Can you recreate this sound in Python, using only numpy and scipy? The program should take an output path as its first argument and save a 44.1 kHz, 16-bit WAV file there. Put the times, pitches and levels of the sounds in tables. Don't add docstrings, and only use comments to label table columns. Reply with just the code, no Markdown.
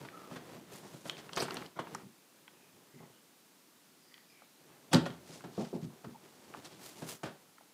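import sys
import numpy as np
from scipy import signal
from scipy.fft import rfft, irfft
from scipy.io import wavfile
from scipy.ndimage import uniform_filter1d

SR = 44100
rng = np.random.default_rng(int(sys.argv[2]) if len(sys.argv) > 2 else 0)


def dump_mix(stems):
    frames = np.atleast_2d(stems).T
    limited = np.clip(frames, -1, 1)
    pcm = np.round(limited * 32767).astype(np.int16)
    wavfile.write(sys.argv[1], SR, pcm)


N = 340893
TIME = np.arange(N) / SR
AGE = TIME[:SR]


def undb(db):
    return 10 ** (np.asarray(db) / 20)


def unit(x):
    return x / np.sqrt(np.mean(x ** 2))


def at_hz(points, hz):
    f, value = np.transpose(points)
    return np.interp(np.log(np.maximum(hz, 1)), np.log(f), value)


def tint(x, points, size=4096):
    gain = undb(at_hz(points, np.arange(size // 2 + 1) * SR / size))
    cepstrum = irfft(np.log(gain))
    cepstrum[1:size // 2] *= 2
    cepstrum[size // 2 + 1:] = 0
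    response = irfft(np.exp(rfft(cepstrum)))
    return signal.fftconvolve(x, response / np.linalg.norm(response))[:len(x)]


def sieve(x, hz, kind, order=1):
    sos = signal.butter(order, np.minimum(hz, SR / 2 - 500), kind, fs=SR, output="sos")
    return signal.sosfilt(sos, x)


def resonance(x, hz, width):
    return sieve(x, [hz / (1 + width / 2), hz * (1 + width / 2)], "band", order=2)


def fade(t60):
    return np.exp(-np.log(1000) * AGE / max(t60, 1e-3))


def spell(start, length, attack, release):
    rise = np.clip((TIME - start) / attack, 0, 1)
    return rise * np.exp(-np.maximum(TIME - start - length, 0) / release)


def burst(shape, t60, rise_s):
    envelope = fade(t60) * (1 - np.exp(-AGE / rise_s))
    x = shape(rng.standard_normal(SR) * envelope)
    return x * np.linalg.norm(envelope) / np.linalg.norm(x)


def add(out, s, x):
    i = max(int(s * SR), 0)
    out[i:i + len(x)] += x[:N - i]


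def wander(per_s):
    hold = int(SR / per_s)
    steps = np.repeat(rng.standard_normal(N // hold + 1), hold)
    return unit(uniform_filter1d(steps, hold)[:N])


def friction(slips_per_s, spread_db):
    slips = (rng.random(N) < slips_per_s / SR) * rng.standard_normal(N)
    return unit(slips * undb(spread_db * np.minimum(rng.exponential(size=N), 4)))


def room_tone():
    # frequency in Hz, relative level in dB.
    colour = [(30, -24), (60, -17), (110, -5.5), (170, 3.5), (290, 5), (400, 1.5), (600, -2.5), (1000, -3),
              (2000, -6.5), (5000, -7.5), (12000, -10.5), (15400, -12.5)]
    return tint(rng.standard_normal(N), colour) * undb(-63.5)


def handling_rustle():
    # start in seconds, length in seconds, level in dB.
    shifts = [(-.1, 0.52, -54), (0.417, 0.53, -55.5), (1.008, 0.41, -55), (1.383, 0.24, -48.5),
              (1.803, 0.18, -53.5), (2.298, .85, -68.5), (4.56, 0.49, -64), (4.913, 0.3, -59),
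              (5.2, 1.17, -63), (6.37, 0.76, -58), (7.35, 0.1, -69)]
    # frequency in Hz, relative level in dB.
    colour = [(29, -67), (50, -35), (77, -12.5), (140, -1), (292, -2.5), (354, -0.5), (544, -6),
              (1010, -10.5), (1110, -12.5), (1350, -14), (4890, -23.5), (15000, -34)]
    effort = sum(undb(db) * spell(s, length, attack=0.082, release=0.052) for s, length, db in shifts)
    return tint(friction(slips_per_s=4000, spread_db=0.4), colour) * effort * undb(2.0 * wander(25))


def footfalls():
    # time in seconds, level in dB, treble cutoff in Hz.
    thuds = [(.005, -47.5, 350), (.579, -50.5, 650), (.829, -50, 1510), (1.464, -51, 500),
             (1.921, -48, 400), (2.028, -49.5, 260), (2.731, -58.5, 350), (2.937, -51, 380),
             (3.0, -49, 1020), (4.965, -32, 600), (5.069, -41, 120), (5.292, -48, 710), (5.352, -50.5, 610),
             (5.452, -44.5, 700), (5.577, -30, 760), (5.727, -33, 570), (5.821, -37, 280),
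             (5.898, -56, 1200), (6.055, -42, 270), (6.72, -57, 600), (7.026, -46.5, 820),
             (7.240, -45.5, 230)]
    # frequency in Hz, relative level in dB.
    body = [(50, -22.5), (90, -13.5), (150, 0), (240, 0), (300, -8), (390, -2.5), (520, -10.5), (850, -8),
            (2000, -18), (8000, 10)]
    settle_s, settle_db = 0.024, -3.5
    out = np.zeros(N)
    for s, db, cutoff_hz in thuds:
        padded = lambda x: sieve(tint(x, body), cutoff_hz, "low", order=3)
        add(out, s, undb(db) * burst(padded, t60=0.2, rise_s=0.0011))
        add(out, s + settle_s, undb(db + settle_db) * burst(padded, t60=0.2, rise_s=0.0018))
    return out


def sash_ring():
    # pitch in Hz, relative level in dB, t60 in seconds.
    modes = [(83.7, -29, 0.9), (133.5, 1, 0.1), (171.7, 1.5, .17), (212, -4, 0.067), (251.8, -3, 0.24),
             (316.3, -8.5, 0.23), (379, -6, 0.11), (485, -7, 0.068), (570, -4.5, 0.083), (735, -22, 0.08),
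             (890, -4, 0.033), (947, -17, 0.082), (1270, -18, 0.038), (1740, -16, 0.06), (2950, -37, 0.063),
             (3120, -15.5, 0.056), (3960, -17, .05), (4360, -19, .05)]
    detune_share, ring = 0.015, 0
    for k, (hz, db, t60) in enumerate(modes):
        rattle = np.interp(AGE, np.linspace(0, 1, 120), rng.standard_normal(120))
        phase = 2 * np.pi * hz * np.cumsum(1 + detune_share * rattle) / SR
        ring = ring + (-1) ** k * undb(db) * fade(t60) * np.sin(phase)
    onset = 1 - np.exp(-AGE / 0.0022)
    return undb(-1) * ring * onset


def sash_knocks():
    # time in seconds, ring gain in dB, crack level in dB,
    # crack t60 in seconds, crack treble cutoff in Hz.
    blows = [(.049, -64, -39, 0.047, 1800), (.311, -44, -41.5, 0.059, 907), (.358, -47, -40.5, 0.1, 2160),
             (.938, -47.5, -60, .03, 1200), (1.053, -45, -41.5, 0.096, 1960),
             (1.370, -60, -24.5, 0.071, 2310), (1.375, -57, -27.5, 0.029, 8000),
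             (1.419, -42, -30, 0.077, 4000), (1.790, -43, -32.5, 0.082, 1370),
             (4.9297, -49, -16.5, 0.035, 6000), (4.9336, -21.5, -15, 0.031, 6540),
             (4.9449, -17.5, -22, 0.035, 6000), (4.954, -25, -27, 0.094, 3000),
             (5.059, -42, -31, .075, 1870), (5.438, -47, -43.5, 0.12, 1300), (6.042, -51, -39, .06, 800),
             (7.019, -42, -40.5, .08, 1390), (7.2319, -41.5, -32, 0.077, 2520),
             (7.253, -54, -39.5, 0.17, 2440)]
    # frequency in Hz, relative level in dB.
    plastic = [(90, -8), (200, -7.5), (420, 2.5), (850, -0.5), (1400, -1.5), (2200, -8), (3300, -6),
               (5000, -9.5), (8000, -10.5), (15000, -19)]
    out, ring = np.zeros(N), sash_ring()
    for s, ring_db, crack_db, t60, cutoff_hz in blows:
        crack = burst(lambda x: sieve(tint(x, plastic), cutoff_hz, "low"), t60, rise_s=0.0026)
        add(out, s, undb(ring_db) * ring + undb(crack_db) * crack)
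    return out


def frame_ticks():
    # time in seconds, snap level in dB, snap pitch in Hz, chamber level in dB.
    contacts = [(.0868, -38, 2050, -54), (1.0965, -24.5, 2610, -43.5), (1.169, -41.5, 2960, -60),
                (1.292, -41, 1980, -44.5), (1.332, -34, 4060, -46), (1.363, -30.5, 5160, -45),
                (1.483, -41, 1600, -34.5), (1.5076, -32, 3500, -37), (1.543, -37.5, 8900, -48),
                (1.569, -32, 3510, -38), (1.6228, -36, 1540, -44), (1.6615, -43, 3970, -62),
                (1.789, -44, 1400, -33.5), (1.870, -50, 2500, -43), (1.948, -34, 6300, -33.5),
                (2.479, -43.5, 2650, -52.5), (4.1413, -43.5, 3100, -70), (4.179, -51, 2800, -60),
                (4.420, -47.5, 660, -59), (4.9452, -16.5, 3850, -35), (5.056, -37, 2680, -55),
                (5.1034, -44, 3090, -50), (5.407, -49, 2000, -51), (5.651, -48, 2200, -53),
                (6.539, -43.5, 1650, -44.5), (6.547, -37, 890, -45), (6.659, -43.5, 3700, -60),
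                (7.087, -48, 5500, -52), (7.582, -47, 1540, -56), (7.609, -47.5, 784, -67)]
    chamber = lambda x: resonance(x, hz=1110, width=0.7)
    out = np.zeros(N)
    for s, snap_db, hz, hollow_db in contacts:
        dull_click = lambda x: 0.032 * sieve(x, 2 * hz, "low", order=2)
        snap = burst(lambda x: resonance(x, hz, width=0.64) + dull_click(x), t60=0.011, rise_s=0.00015)
        hollow = burst(chamber, t60=0.034, rise_s=0.00015)
        add(out, s, undb(snap_db) * snap + undb(hollow_db) * hollow)
    return out


def squeaks():
    # start in seconds, swell in seconds, first pitch in Hz, level in dB.
    rubs = [(.11, 0.055, 1314, -53), (5.061, 0.0042, 574, -35), (5.318, 0.0043, 5000, -48.5),
            (6.144, 0.0066, 885, -51.5)]
    sag_hz_per_s, out = 440, 0
    hoarse = unit(sieve(rng.standard_normal(N), 70, "low", order=2))
    for s, swell, hz, db in rubs:
        pitch = hz - sag_hz_per_s * np.clip(TIME - s, 0, 1)
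        envelope = spell(s, 2 * swell, attack=swell, release=1.7 * swell)
        out = out + undb(db) * envelope * np.sin(2 * np.pi * np.cumsum(pitch) / SR)
    return out * hoarse


def sleeve_swishes():
    # peak time in seconds, level in dB, width in seconds, treble cutoff in Hz.
    strokes = [(.75, -54.5, 0.028, 18000), (.92, -60, 0.11, 10300), (1.085, -53.5, 0.022, 12000),
               (1.19, -49, 0.014, 4500), (5.325, -54, 0.054, 8500), (5.61, -52, 0.057, 6000),
               (5.755, -56, 0.013, 4940), (5.835, -57, 0.018, 5500), (6.5, -66, 0.28, 9000),
               (6.657, -52.5, 0.011, 8000), (6.73, -56, 0.02, 4970), (6.859, -53.5, 0.044, 18000),
               (7.01, -56.5, 0.04, 13000), (7.107, -47.5, 0.029, 18000)]
    # frequency in Hz, relative level in dB.
    cloth = [(200, -1), (700, 1), (2000, -2), (4000, 0), (7000, 0), (11000, -2.5), (15000, -6.5)]
    skew = 1.16
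    fibres = tint(friction(slips_per_s=9000, spread_db=0.82), cloth)
    crinkle_db, out = 1.85 * wander(220), np.zeros(N)
    for s, db, width, cutoff_hz in strokes:
        near = np.abs(TIME - s) < 5 * width
        t = TIME[near] - s
        stroke = np.exp(-(t / np.where(t < 0, width / skew, width * skew)) ** 2 / 2)
        out[near] += sieve(fibres[near], cutoff_hz, "low", order=2) * stroke * undb(db + crinkle_db[near])
    return out


def frame_scrapes():
    # start in seconds, length in seconds, gain in dB, treble cutoff in Hz.
    rubs = [(1.06, .07, -47.5, 3000), (1.317, 0.028, -45, 6000), (1.353, 0.023, -37, 11000),
            (1.389, 0.046, -35, 11000), (1.493, .09, -42.5, 3500), (1.754, 0.055, -39.5, 1760),
            (1.842, 0.11, -55, 2000), (4.91, 0.017, -39.5, 4500)]
    # frequency in Hz, relative level in dB.
    colour = [(70, -27), (150, 4.5), (400, 4), (850, -2.5), (1500, -6.5), (2200, -9), (3600, -8.5),
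              (7500, -12), (11000, -11), (15000, -27)]
    slips = tint(friction(slips_per_s=5000, spread_db=1.7), colour)
    pushes = [(undb(db) * spell(s, length, attack=0.011, release=0.014), cutoff_hz)
              for s, length, db, cutoff_hz in rubs]
    edges_hz, out = np.geomspace(80, 16000, 12), 0
    for lo, hi in zip(edges_hz, edges_hz[1:]):
        centre_hz = np.sqrt(lo * hi)
        force = sum(push / np.hypot(1, (centre_hz / cutoff_hz) ** 2.2) for push, cutoff_hz in pushes)
        out = out + sieve(slips, [lo, hi], "band", order=2) * force * undb(2.3 * wander(60))
    return out * undb(1.2 * wander(90))


def far_birds():
    # start in seconds, length in seconds, first and last pitch in Hz, level in dB.
    whistles = [(2.45, 0.38, 2600, 2404, -68.5), (2.878, 0.23, 2100, 1940, -65),
                (3.078, 0.18, 2900, 3030, -71), (3.9, 0.43, 5200, 4360, -68),
                (4.042, 0.24, 2000, 1900, -63), (4.23, .29, 2470, 2180, -62.5),
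                (4.24, 0.16, 4870, 5180, -66), (4.3, 0.41, 3930, 4070, -73)]
    out, smear = np.zeros(N), unit(sieve(rng.standard_normal(N), 70, "low"))
    for s, length, first_hz, last_hz, db in whistles:
        n = int(length * SR)
        pitch = np.linspace(first_hz, last_hz, n)
        add(out, s, undb(db) * np.hanning(n) * np.sin(2 * np.pi * np.cumsum(pitch) / SR))
    return out * smear


def room_echoes(x):
    # frequency in Hz, t60 in seconds.
    decay = [(125, 0.42), (500, 0.4), (2000, 0.36), (5000, 0.29), (12000, 0.31)]
    edges_hz, tail = np.geomspace(60, 16000, 9), 0
    for lo, hi in zip(edges_hz, edges_hz[1:]):
        band = sieve(rng.standard_normal(SR), [lo, hi], "band", order=3)
        tail = tail + band * fade(at_hz(decay, np.sqrt(lo * hi)))
    build_up = np.clip(AGE / 0.0077, 0, 1)
    tail = tint(tail * build_up, [(100, -5.5), (400, -0.5), (1500, -1.5), (4000, 0.0), (12000, -10)])
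    return signal.fftconvolve(x, tail / np.linalg.norm(tail))[:N]


def scene():
    window, ticks, steps = sash_knocks() + frame_scrapes(), frame_ticks(), footfalls()
    echoes = room_echoes(undb(-12.0) * window + undb(-16.5) * ticks + undb(-15.5) * steps)
    clothes = sleeve_swishes() + handling_rustle()
    return (window + ticks + steps + echoes + clothes + squeaks() + far_birds() + room_tone())[None]


def record(dry):
    bass_hz, top_hz = 81, 15500
    thin = sieve(dry, bass_hz, "high", order=2)
    return signal.sosfilt(signal.ellip(10, .1, 70, top_hz, fs=SR, output="sos"), thin)


dry = scene()
out = record(dry)
dump_mix(out)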